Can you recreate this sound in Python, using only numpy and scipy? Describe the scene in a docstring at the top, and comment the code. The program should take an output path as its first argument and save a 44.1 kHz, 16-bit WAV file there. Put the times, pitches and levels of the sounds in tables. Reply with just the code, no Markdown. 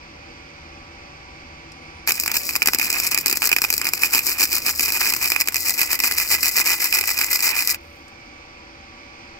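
"""A flux-core wire welder lays a short bead on a steel plate outside a workshop, a metre or so from a phone.
The arc hisses as dense random cracks; several times a second the wire dips into the pool and frizzles in a bout
of short circuits, and molten bridges burst with sharp pops. The plate thuds and rings, the yard answers. The
welder's fan (filtered noise and sine tones) runs throughout off to the left, over a low drone in the middle.
The torch ticks and its wire feed whines before the arc strikes; afterwards the bead fizzes as it cools."""
import sys
import numpy as np
from scipy import signal
from scipy.fft import rfft, irfft, next_fast_len
from scipy.io import wavfile
from scipy.ndimage import uniform_filter1d

SR = 44100
rng = np.random.default_rng(int(sys.argv[2]) if len(sys.argv) > 2 else 0)


def transcribe(u):
    """Save the signal u as a 16-bit wav file named by the first command-line argument.

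    u: samples, shape (n,) or (channels, n), limited to [-1, 1]; the rate is SR.
    q: integer samples, one column per channel.
    """
    v = np.clip(np.atleast_2d(u).T, -1, 1)
    q = np.round(v * 32767).astype(np.int16)
    wavfile.write(sys.argv[1], SR, q)


N = 414116
TIME = np.arange(N) / SR
SIZE = 2 * next_fast_len(N // 2 + SR // 2)  # transform length, with room for filter tails
FREQ = np.arange(SIZE // 2 + 1) * SR / SIZE + 1e-6  # Hz, kept just above zero for the logarithm

# All levels in the tables are relative: the functions set the balance between layers.
# Air rushing through the welder, its spectrum at each side: pitch_hz, left_db, right_db
FAN_SPECTRUM = [(22, -32.0, -33.0), (60, -26.5, -27.5), (110, -29.5, -30.0), (180, -33.5, -36),
                (260, -27.0, -29.0), (410, -39.5, -39.5), (650, -37.5, -45.0), (1100, -38.5, -40.5),
                (1450, -37.5, -35), (2450, -44.5, -49), (3000, -42, -45), (4000, -46.5, -47),
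                (5200, -48, -53), (5900, -46.5, -52.5), (6800, -56, -66), (9000, -66.5, -70.0),
                (15000, -73.5, -96.0)]
# Hollow resonances of the welder's case: pitch_hz, width_hz, peak_db
CASE_MODES = [(56.5, 19, 4), (334.2, 15, 12), (488.5, 35, 11.5), (783, 52, 11), (970, 32, 8),
              (2165, 160, 10.5), (2660, 56, 3), (4800, 400, 3.5), (6160, 230, 5)]
# The rush of air sinks slightly during the weld and recovers at the end: time_s, level_db
FAN_LEVEL = [(2, 0), (8, -2), (9.4, 0)]
# Whine of the fan: pitch_hz, left_db, right_db
FAN_TONES = [(574, -72, -56), (1153, -59, -57.5), (1303, -61.5, -73), (2296.8, -71.5, -60.5)]
# Low throbbing drone that fades unevenly: time_s, fundamental_db, octave_db
DRONE_LEVEL = [(0, -52.5, -57), (1.5, -55, -57), (3.5, -56.5, -56), (5, -53, -60.5), (6.2, -58.5, -66),
               (9.4, -62, -70.5)]
# Small ticks of the torch: start_s, level_db (energy spread over 3 ms), ring_peak_db
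TORCH_TICKS = [(1.719, -40, 12), (8.081, -44.5, 5)]
# The hot bead fizzes as it cools: time_s, level_db
COOLING_FIZZ = [(7.7, -90), (7.76, -53), (7.85, -61), (8.1, -68), (8.3, -73), (8.7, -83), (9.4, -95)]
# The burning arc: time_s, hiss_level_db, treble_over_body_db, cracks_per_s (of the frizzle in a bout)
ARC_COURSE = [(2.07, -28.5, 5, 630), (2.5, -29, 1.5, 1300), (3.0, -25.5, 0, 540), (3.6, -29.5, 0.5, 310),
              (4.2, -28, 2, 1000), (4.7, -31, 4, 760), (5.0, -27.5, 2.5, 510), (5.55, -28, 4, 560),
              (6.2, -26, 4, 960), (7.0, -27, 4, 500), (7.6, -24, 0.5, 540), (7.75, -30.5, 5, 940)]
# The wire stubs on the plate and the hiss drops: start_s, end_s
WIRE_STUBS = [(2.242, 2.26), (2.575, 2.618), (2.634, 2.657), (2.70, 2.732), (2.762, 2.785), (3.092, 3.11),
              (3.218, 3.259), (3.378, 3.418), (3.545, 3.564), (3.592, 3.616), (3.90, 3.934), (5.43, 5.473),
              (5.492, 5.542), (5.962, 5.99)]
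# The wire dips into the pool and frizzles: start_s, end_s, body_db, treble_db
POOL_DIPS = [(2.081, 2.103, -18, -19), (2.338, 2.375, -24, -21), (2.807, 2.873, -28, -25.5),
             (2.935, 2.994, -28.5, -26), (3.031, 3.08, -28, -22.5), (3.109, 3.135, -26, -26),
             (3.434, 3.464, -26.5, -21.5), (3.636, 3.651, -30, -15.5), (3.84, 3.892, -28.5, -26),
             (4.015, 4.069, -23.5, -21), (4.124, 4.194, -22.5, -21), (4.255, 4.327, -26.5, -20),
             (4.385, 4.444, -20.5, -16), (4.513, 4.586, -25, -19.5), (4.651, 4.709, -23, -20),
             (4.786, 4.864, -26.5, -20.5), (4.873, 4.897, -21, -18.5), (4.932, 4.982, -25.5, -22),
             (4.998, 5.109, -24, -21.5), (5.209, 5.281, -24, -21.5), (5.327, 5.346, -27.5, -26),
             (5.398, 5.415, -21, -17), (5.65, 5.714, -26.5, -21.5), (5.779, 5.841, -23.5, -20),
             (5.902, 5.958, -25.5, -23), (6.037, 6.087, -24.5, -19.0), (6.168, 6.235, -27, -21),
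             (6.298, 6.359, -21, -19.5), (6.428, 6.494, -24.5, -19.5), (6.555, 6.617, -22, -19),
             (6.651, 6.747, -21, -20.5), (6.799, 6.873, -25.5, -21.5), (6.933, 6.993, -21.5, -20),
             (7.07, 7.119, -25, -21), (7.17, 7.248, -25.5, -19.5), (7.304, 7.361, -28.5, -19),
             (7.424, 7.515, -23.5, -20.5), (7.551, 7.629, -25.5, -22), (7.686, 7.724, -25, -18)]
# A molten bridge blows apart: start_s, body_db, treble_db (energy spread over 3 ms)
BRIDGE_POPS = [(2.075, -12.5, -13.5), (2.107, -12.5, -16.0), (2.12, -20.5, -12), (2.199, -26, -11),
               (2.236, -23, -16.5), (2.261, -18.5, -18), (2.278, -14.5, -16), (2.316, -15, -14.5),
               (2.346, -20.5, -20.5), (2.352, -27, -23), (2.367, -21, -15.5), (2.491, -22.5, -19.5),
               (2.508, -28.5, -23.5), (2.554, -15.5, -16.0), (2.562, -15, -10.5), (2.62, -9, -17.0),
               (2.627, -21, -13), (2.659, -17, -11.5), (2.673, -12.5, -6), (2.685, -8, -13),
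               (2.734, -15, -13.5), (2.747, -16, -8.5), (2.786, -22.5, -13.5), (2.797, -15.0, -14),
               (2.814, -18.0, -20), (2.828, -23.0, -19.5), (2.844, -33.5, -34.5), (2.902, -19, -10.5),
               (2.916, -30, -24), (2.928, -22.5, -14), (2.941, -30.5, -23), (2.978, -31.0, -25),
               (2.985, -25, -19), (3, -16.5, -14.5), (3.024, -40.5, -24), (3.049, -26.5, -18),
               (3.067, -29.5, -15.5), (3.113, -30.0, -14.5), (3.118, -19.5, -16.5), (3.123, -25, -23),
               (3.146, -15.5, -11), (3.176, -14, -13.5), (3.186, -22, -13.5), (3.26, -16.0, -7.5),
               (3.268, -19.5, -13.0), (3.281, -24, -12), (3.298, -22, -14), (3.303, -26, -16.5),
               (3.312, -27, -14.5), (3.327, -19, -10), (3.358, -32.5, -24.0), (3.371, -21.5, -13),
               (3.42, -15, -14.5), (3.428, -15.5, -17), (3.441, -12.5, -17.5), (3.455, -22, -10.5),
               (3.463, -31, -15), (3.473, -18, -10), (3.492, -18.5, -15.5), (3.516, -11.5, -14),
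               (3.528, -10, -13.5), (3.535, -20, -25), (3.564, -12, -13), (3.585, -17.5, -17.5),
               (3.618, -13.5, -10.5), (3.64, -17, -21.0), (3.647, -12, -23), (3.703, -16.5, -10),
               (3.727, -24, -14), (3.739, -23, -11.5), (3.766, -41, -21), (3.779, -27, -11.5),
               (3.815, -16.5, -16.5), (3.854, -20, -18), (3.868, -17.5, -17.5), (3.889, -22.5, -17),
               (3.935, -15, -11.5), (3.977, -30.5, -22.5), (4.02, -28, -24), (4.027, -36, -21),
               (4.034, -11.5, -12), (4.138, -13.5, -13), (4.148, -12.5, -9), (4.162, -25, -26),
               (4.191, -17.5, -15.5), (4.396, -23.5, -17.0), (4.428, -20, -17), (4.454, -21.5, -16.5),
               (4.682, -16.5, -16), (4.795, -15.5, -13.5), (4.829, -24, -17.5), (4.903, -19.0, -20),
               (4.922, -20, -12), (5.01, -16, -16.0), (5.015, -14, -19.5), (5.093, -24, -18.0),
               (5.124, -17, -15.5), (5.137, -14, -11), (5.164, -21, -17.5), (5.302, -21.5, -13.5),
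               (5.319, -11, -13), (5.362, -13, -16), (5.417, -16, -16.0), (5.474, -16, -17),
               (5.485, -14.5, -12), (5.523, -27, -25.5), (5.544, -19, -14.5), (5.558, -20, -15.5),
               (5.566, -20, -14.5), (5.579, -30.5, -26), (5.695, -19, -10.5), (5.815, -17, -9),
               (5.93, -19, -11), (5.943, -23, -19), (5.991, -20.5, -18), (6.002, -17.5, -12.5),
               (6.037, -14.5, -15), (6.043, -16, -14), (6.112, -16.5, -15.0), (6.122, -20.5, -15.5),
               (6.183, -18, -11), (6.2, -18.0, -14.5), (6.316, -18, -12.5), (6.323, -20.0, -14.5),
               (6.34, -19, -14.5), (6.43, -14.5, -11.5), (6.583, -13, -13.5), (6.659, -26, -17),
               (6.671, -23.5, -13.5), (6.825, -22, -18), (6.843, -22.5, -11.5), (6.926, -15.5, -13.5),
               (6.947, -28, -13.0), (6.986, -21.5, -15.5), (7.011, -15, -14), (7.039, -18.5, -21),
               (7.111, -18.0, -22), (7.213, -12, -15), (7.33, -19, -13), (7.354, -18, -17.5),
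               (7.405, -26, -14.5), (7.426, -25, -16), (7.674, -22.5, -10), (7.745, -25.0, -22.5)]
# Colour of the arc's cracks at each side: pitch_hz, left_db, right_db
CRACK_SPECTRUM = [(110.6, -17, -19), (227, -27, -31.5), (410, -5.5, -10), (488, -17, -19.5),
                  (835, -3.5, -5), (1480, -2, -1.5), (1500, -22, -13), (1550, -1, -1.5), (2340, -0.5, 0),
                  (2950, 5.5, -0.5), (3000, -7.5, 4.5), (4040, 8.5, 0), (6000, -4.5, -4.5),
                  (8200, -3, -3.5), (8980, -5.5, -6), (10180, -2, -11.5), (10650, -5, -17),
                  (11800, -0.5, -7), (14630, 1, -8.5), (15700, 0.5, -20)]
# Hollow between the crackle and the fizz: pitch_hz, width_hz, depth_db
CRACK_HOLLOW = [(3320, 290, 12.5)]
# The steel answers differently as the torch travels along it: time_s, thud_db, ring_db
PLATE_ANSWER = [(2.1, -25, -22), (2.7, -22, -9), (4.2, -22.5, -24), (5.2, -25, -9.5), (6.2, -25.5, -2.5),
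                (7.7, -28, -4)]
# Resonances of the left, then the right microphone port: pitch_hz, width_hz, peak_db
MIC_PORTS = [
    [(5450, 760, 2.5), (7550, 580, 6.5), (12340, 1160, 3.5)],
    [(2477, 143, 18), (4566, 447, 8.5), (5110, 186, 10), (11900, 730, 4)],
]

DRONE_HZ = 76.9
TICK_RING_HZ, TICK_RING_WIDTH_HZ = 4950, 600
ARC_ON_S, ARC_OFF_S = 2.072, 7.755
ARC_LAG_MS = 0.14  # the arc reaches the right port this much later
DIP_EDGE_S = 0.0051  # half the length of each edge of a bout
FRIZZLE_BODY_DB, FRIZZLE_TREBLE_DB = 1, -3  # fine frizzle between the short circuits, against the dip
SHORT_HZ, SHORT_JITTER = 189.7, .45  # inverse of the median spacing; log spread before clipping
SHORT_BODY_DB, SHORT_TREBLE_DB = -1, 2  # short circuits against the dip
SHORT_SPREAD_DB, SHORT_COLOUR_DB = 2.8, 1.3  # chance in their size and brightness, before clipping
BRIDGED_S = 0.0034  # no small short circuit fires this soon before a big pop
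POP_DECAY_MS, POP_SCATTER_DB, POP_SCATTER_MS = .5, -7, 1.4
BODY_TOP_HZ, TREBLE_FROM_HZ = 3000, 4930  # a crack has a dull body and a bright treble
TOP_HZ = 15600


def undb(db):
    """Decibels to gain."""
    return 10 ** (np.asarray(db) / 20)


def curve(rows, axis=1):
    """One column of a table, joined by straight lines in time."""
    rows = np.array(rows)
    return np.interp(TIME, rows[:, 0], rows[:, axis])


def walk(rate):
    """Slow random wandering with a spread near 1: held random steps, smoothed."""
    k = int(SR / rate)
    steps = np.repeat(rng.standard_normal(N // k + 1), k)[:N]
    return 1.297 * uniform_filter1d(steps, k)


def gate(start, end, edge):
    """One between two times, with straight edges that reach `edge` seconds either side of them."""
    corners = [start - edge, start + edge, max(end - edge, start + edge), end + edge]
    return np.interp(TIME, corners, [0, 1, 1, 0])


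def shape(x, db):
    """Causal minimum-phase filter with the given gain in dB at every frequency."""
    cepstrum = irfft(np.log(undb(db)), SIZE)
    cepstrum[..., 1:SIZE // 2] *= 2  # fold the later half onto the earlier one
    cepstrum[..., SIZE // 2 + 1:] = 0
    return irfft(rfft(x, SIZE) * np.exp(rfft(cepstrum)), SIZE)[..., :N]


def colour(x, table):
    """Give a sound its left and right spectrum."""
    hz, *sides = np.transpose(table)
    gains_db = np.array([np.interp(np.log(FREQ), np.log(hz), db) for db in sides])
    return shape(x, gains_db)


def resonances(modes):
    """Gain in dB of a few resonant peaks."""
    total_db = 0
    for hz, width, db in modes:
        detuning = (FREQ ** 2 - hz ** 2) / (FREQ * width)
        total_db = total_db + 10 * np.log10(1 + (undb(db) ** 2 - 1) / (1 + detuning ** 2))
    return total_db


def band(x, lo_hz, hi_hz):
    """Gentle band-pass."""
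    edges = [lo_hz, min(hi_hz, SR / 2 - 1)]
    return signal.sosfilt(signal.butter(2, edges, "band", fs=SR, output="sos"), x)


def delay(x, ms):
    """The same sound a little later, by a phase slope that allows parts of a sample."""
    return irfft(rfft(x, SIZE) * np.exp(-2j * np.pi * FREQ * ms / 1000), SIZE)[:N]


def from_left(x, lag_ms):
    """A source to the left reaches the right port later."""
    return np.array([x, delay(x, lag_ms)])


def fan_rush():
    """Cooling air as gusting noise from the left plus wide noise, ringing in the welder's case."""
    air = from_left(rng.standard_normal(N) * undb(0.59 * walk(8.3)), lag_ms=0.37)
    spread = band(rng.standard_normal((2, N)), 780, 16000)
    floor = rng.standard_normal((2, N))
    rush = colour(undb(-1.5) * air + undb(-3.5) * spread + undb(-29.5) * floor, FAN_SPECTRUM)
    return shape(rush, resonances(CASE_MODES)) * undb(curve(FAN_LEVEL))


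def fan_whine():
    """Sine tones share one slightly wavering fan speed, each wandering in level."""
    fan_clock = np.cumsum(1 + 0.001057 * walk(4)) / SR
    whine = 0
    for hz, left_db, right_db in FAN_TONES:
        tone = from_left(np.sin(2 * np.pi * hz * fan_clock), lag_ms=0.27)
        whine = whine + undb(np.array([[left_db], [right_db]]) + 2.3 * walk(8.8)) * tone
    return whine


def low_drone():
    """A wavering low tone and its octave, each throbbing at random."""
    turn = 2 * np.pi * np.cumsum(DRONE_HZ * (1 + 0.004 * walk(20))) / SR
    fundamental = undb(curve(DRONE_LEVEL) + 3.9 * walk(14)) * np.sin(turn)
    octave = undb(curve(DRONE_LEVEL, axis=2) + 1.06 * walk(7.6)) * np.sin(2 * turn)
    return fundamental + octave


def welder():
    """Cooling air and fan tones off to the left, over a low drone centred between the ports."""
    return fan_rush() + np.sqrt(2) * (fan_whine() + low_drone())


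def bursts(energy, decay_ms):
    """Every impulse of energy becomes its own short decaying burst of noise."""
    keep = np.exp(-1000 / (decay_ms * SR))
    power = signal.lfilter([1 - keep], [1, -keep], energy + 1e-18)
    return np.sqrt(power) * rng.standard_normal(N)


def impulses(times, db):
    """Energy impulses, each worth the given level held for 3 ms."""
    return np.bincount((np.asarray(times) * SR).astype(int), undb(db) ** 2 * .003 * SR, N)


def cracks(rate, spread_db):
    """Energy impulses of random tiny cracks of unequal size, with a mean power near 1."""
    size = undb(spread_db * np.clip(rng.standard_normal(N), -2, 2)) ** 2
    energy = (rng.random(N) < rate / SR) * size
    # the wire feeds evenly, so the energy spent over any short stretch stays much the same
    return energy / (uniform_filter1d(energy, size=1400) + 0.073 * energy.mean())


def tick(time, db, ring_db):
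    """A small snap with a brief ring and a faint rattle."""
    energy = impulses([time], [db])
    rattle = undb(-10) * bursts(energy, decay_ms=10)
    snap = band(bursts(energy, decay_ms=2.2) + rattle, 4100, 10600)
    return shape(snap, resonances([(TICK_RING_HZ, TICK_RING_WIDTH_HZ, ring_db)]))


def wire_feed():
    """Narrow-band noise whines until the arc strikes."""
    return undb(-49.0) * band(rng.standard_normal(N), 9950, 10060) * gate(1.74, ARC_ON_S, edge=.015)


def cooling_bead():
    """Bright tiny cracks fizz unevenly and die away as the bead cools."""
    fizz = bursts(cracks(rate=900, spread_db=5), decay_ms=.6)
    return band(fizz, 9000, 14800) * undb(curve(COOLING_FIZZ) + 3 + 2 * walk(16))


def torch():
    """Ticks of the trigger, whine of the wire feed and fizz of the bead, all louder on the left."""
    ticks = sum(tick(*row) for row in TORCH_TICKS)
    return from_left(ticks + wire_feed() + cooling_bead(), lag_ms=0.13) * undb([[0], [-8]])


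def dipping():
    """Strength of the frizzle's body and treble: every dip starts abruptly, holds and stops."""
    effort = 0
    for start, end, body_db, treble_db in POOL_DIPS:
        effort = effort + undb([[body_db], [treble_db]]) * gate(start, end, edge=DIP_EDGE_S)
    return effort


def radiate(energy, decay_ms, scatter_db, scatter_ms):
    """Cracks arrive straight from the arc, then scattered by frame and ground, partly apart at each port."""
    scattered = band(bursts(energy, scatter_ms), 100.6, 7000)
    shared = bursts(energy, decay_ms) + undb(scatter_db) * scattered
    apart = band(np.array([bursts(energy, scatter_ms), bursts(energy, scatter_ms)]), 2200, 16600)
    return from_left(shared, ARC_LAG_MS) + undb(scatter_db + 4.5) * apart


def join(body, treble):
    """The low part of one sound with the high part of another."""
    low = signal.butter(6, BODY_TOP_HZ, fs=SR, output="sos")
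    high = signal.butter(6, TREBLE_FROM_HZ, "high", fs=SR, output="sos")
    return signal.sosfilt(low, body) + signal.sosfilt(high, treble)


def sizzle(effort):
    """Fine hiss while the arc burns, hushed at each stub, and coarse frizzling in the dips."""
    stubbed = sum(gate(start, end, edge=0.0021) for start, end in WIRE_STUBS)
    hiss = cracks(rate=2400, spread_db=6.5) * undb(curve(ARC_COURSE) - 7.1 * stubbed) ** 2
    # as a factor on energy, half the tilt lifts the treble and half lowers the body
    tilt = undb(curve(ARC_COURSE, axis=2) + 5.4 * walk(40))
    frizzle = cracks(rate=curve(ARC_COURSE, axis=3), spread_db=1.5)
    burning = gate(ARC_ON_S, ARC_OFF_S, edge=0.008)
    body = hiss / tilt + frizzle * (undb(FRIZZLE_BODY_DB) * effort[0]) ** 2
    treble = hiss * tilt + frizzle * (undb(FRIZZLE_TREBLE_DB) * effort[1]) ** 2
    parts = [radiate(energy * burning, decay_ms=0.352, scatter_db=-10.5, scatter_ms=1.0)
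             for energy in (body, treble)]
    return join(*parts)


def bridged(times):
    """True while a big molten bridge shorts the arc, in the last moments before it pops."""
    blows = np.append(np.sort(np.array(BRIDGE_POPS)[:, 0]), np.inf)
    return blows[np.searchsorted(blows, times)] - times < BRIDGED_S


def bridges(effort):
    """Rows start_s, body_db, treble_db: big pops, and an uneven stream of short circuits in the dips."""
    spacing, size, tint = np.clip(rng.standard_normal((1600, 3)), -1.6, 1.6).T
    shorts = ARC_ON_S + np.cumsum(np.exp(SHORT_JITTER * spacing)) / SHORT_HZ
    body, treble = (np.interp(shorts, TIME, strength) * ~bridged(shorts) for strength in effort)
    size_db, tint_db = SHORT_SPREAD_DB * size, SHORT_COLOUR_DB * tint
    body_db = 20 * np.log10(body + 1e-9) + SHORT_BODY_DB + size_db - tint_db
    treble_db = 20 * np.log10(treble + 1e-9) + SHORT_TREBLE_DB + size_db + tint_db
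    small = np.transpose([shorts, body_db, treble_db])[body > 0]
    return np.vstack([BRIDGE_POPS, small])


def blast(times, db, shock_db, spray_db):
    """A bursting bridge sends out one shock and a brief spray of noise."""
    energy = impulses(times, db)
    spread = np.abs(uniform_filter1d(energy, size=36))
    spray = radiate(spread, POP_DECAY_MS, POP_SCATTER_DB, POP_SCATTER_MS)
    return undb(shock_db) * from_left(np.sqrt(energy), ARC_LAG_MS) + undb(spray_db) * spray


def pops(effort):
    """Each exploding bridge of metal is one sharp snap, dull or bright."""
    times, body_db, treble_db = bridges(effort).T
    body = blast(times, body_db, shock_db=2.0, spray_db=2.0)
    treble = blast(times, treble_db, shock_db=-4.0, spray_db=2.0)
    return join(body, treble)


def plate(arc):
    """The arc's power drives noise in two bands of the steel: a low thud and a longer, narrow ring."""
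    power = np.mean(arc ** 2, axis=0)
    thud = band(bursts(power, decay_ms=0.76), 218.0, 437) * undb(curve(PLATE_ANSWER) + 14.5)
    ring = band(bursts(power, decay_ms=2.7), 1971, 2065) * undb(curve(PLATE_ANSWER, axis=2) + 7)
    return from_left(thud + ring, lag_ms=0.05)


def echoes(x, start_ms, t60_s):
    """Diffuse reflections as decaying noise, different at the two ports."""
    t = np.arange(SR) / SR
    tail = rng.standard_normal((2, SR)) * undb(-60 * t / t60_s) * (t > start_ms / 1000)
    tail /= np.sqrt(np.sum(tail ** 2, axis=1, keepdims=True))
    return signal.fftconvolve(x[None], tail, axes=1)[:, :N]


def weld():
    """The arc, the thud and ring of the plate, and the faint return of the yard."""
    effort = dipping()
    arc = sizzle(effort) + pops(effort)
    yard = undb(-14) * echoes(arc[0], start_ms=4.9, t60_s=0.039)
    crackle = shape(colour(arc + yard, CRACK_SPECTRUM), -resonances(CRACK_HOLLOW))
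    return undb(-0.5) * crackle + plate(arc)


def scene():
    """Everything passes the resonant microphone ports."""
    ports_db = np.array([resonances(port) for port in MIC_PORTS])
    return shape(welder() + torch() + weld(), ports_db)


def record(dry):
    """The phone rounds the tallest peaks and cuts the top."""
    rounded = 1.1 * np.tanh(dry / 1.1)
    return signal.sosfilt(signal.ellip(8, .2, 70, TOP_HZ, fs=SR, output="sos"), rounded)


dry = scene()
out = record(dry)
transcribe(out)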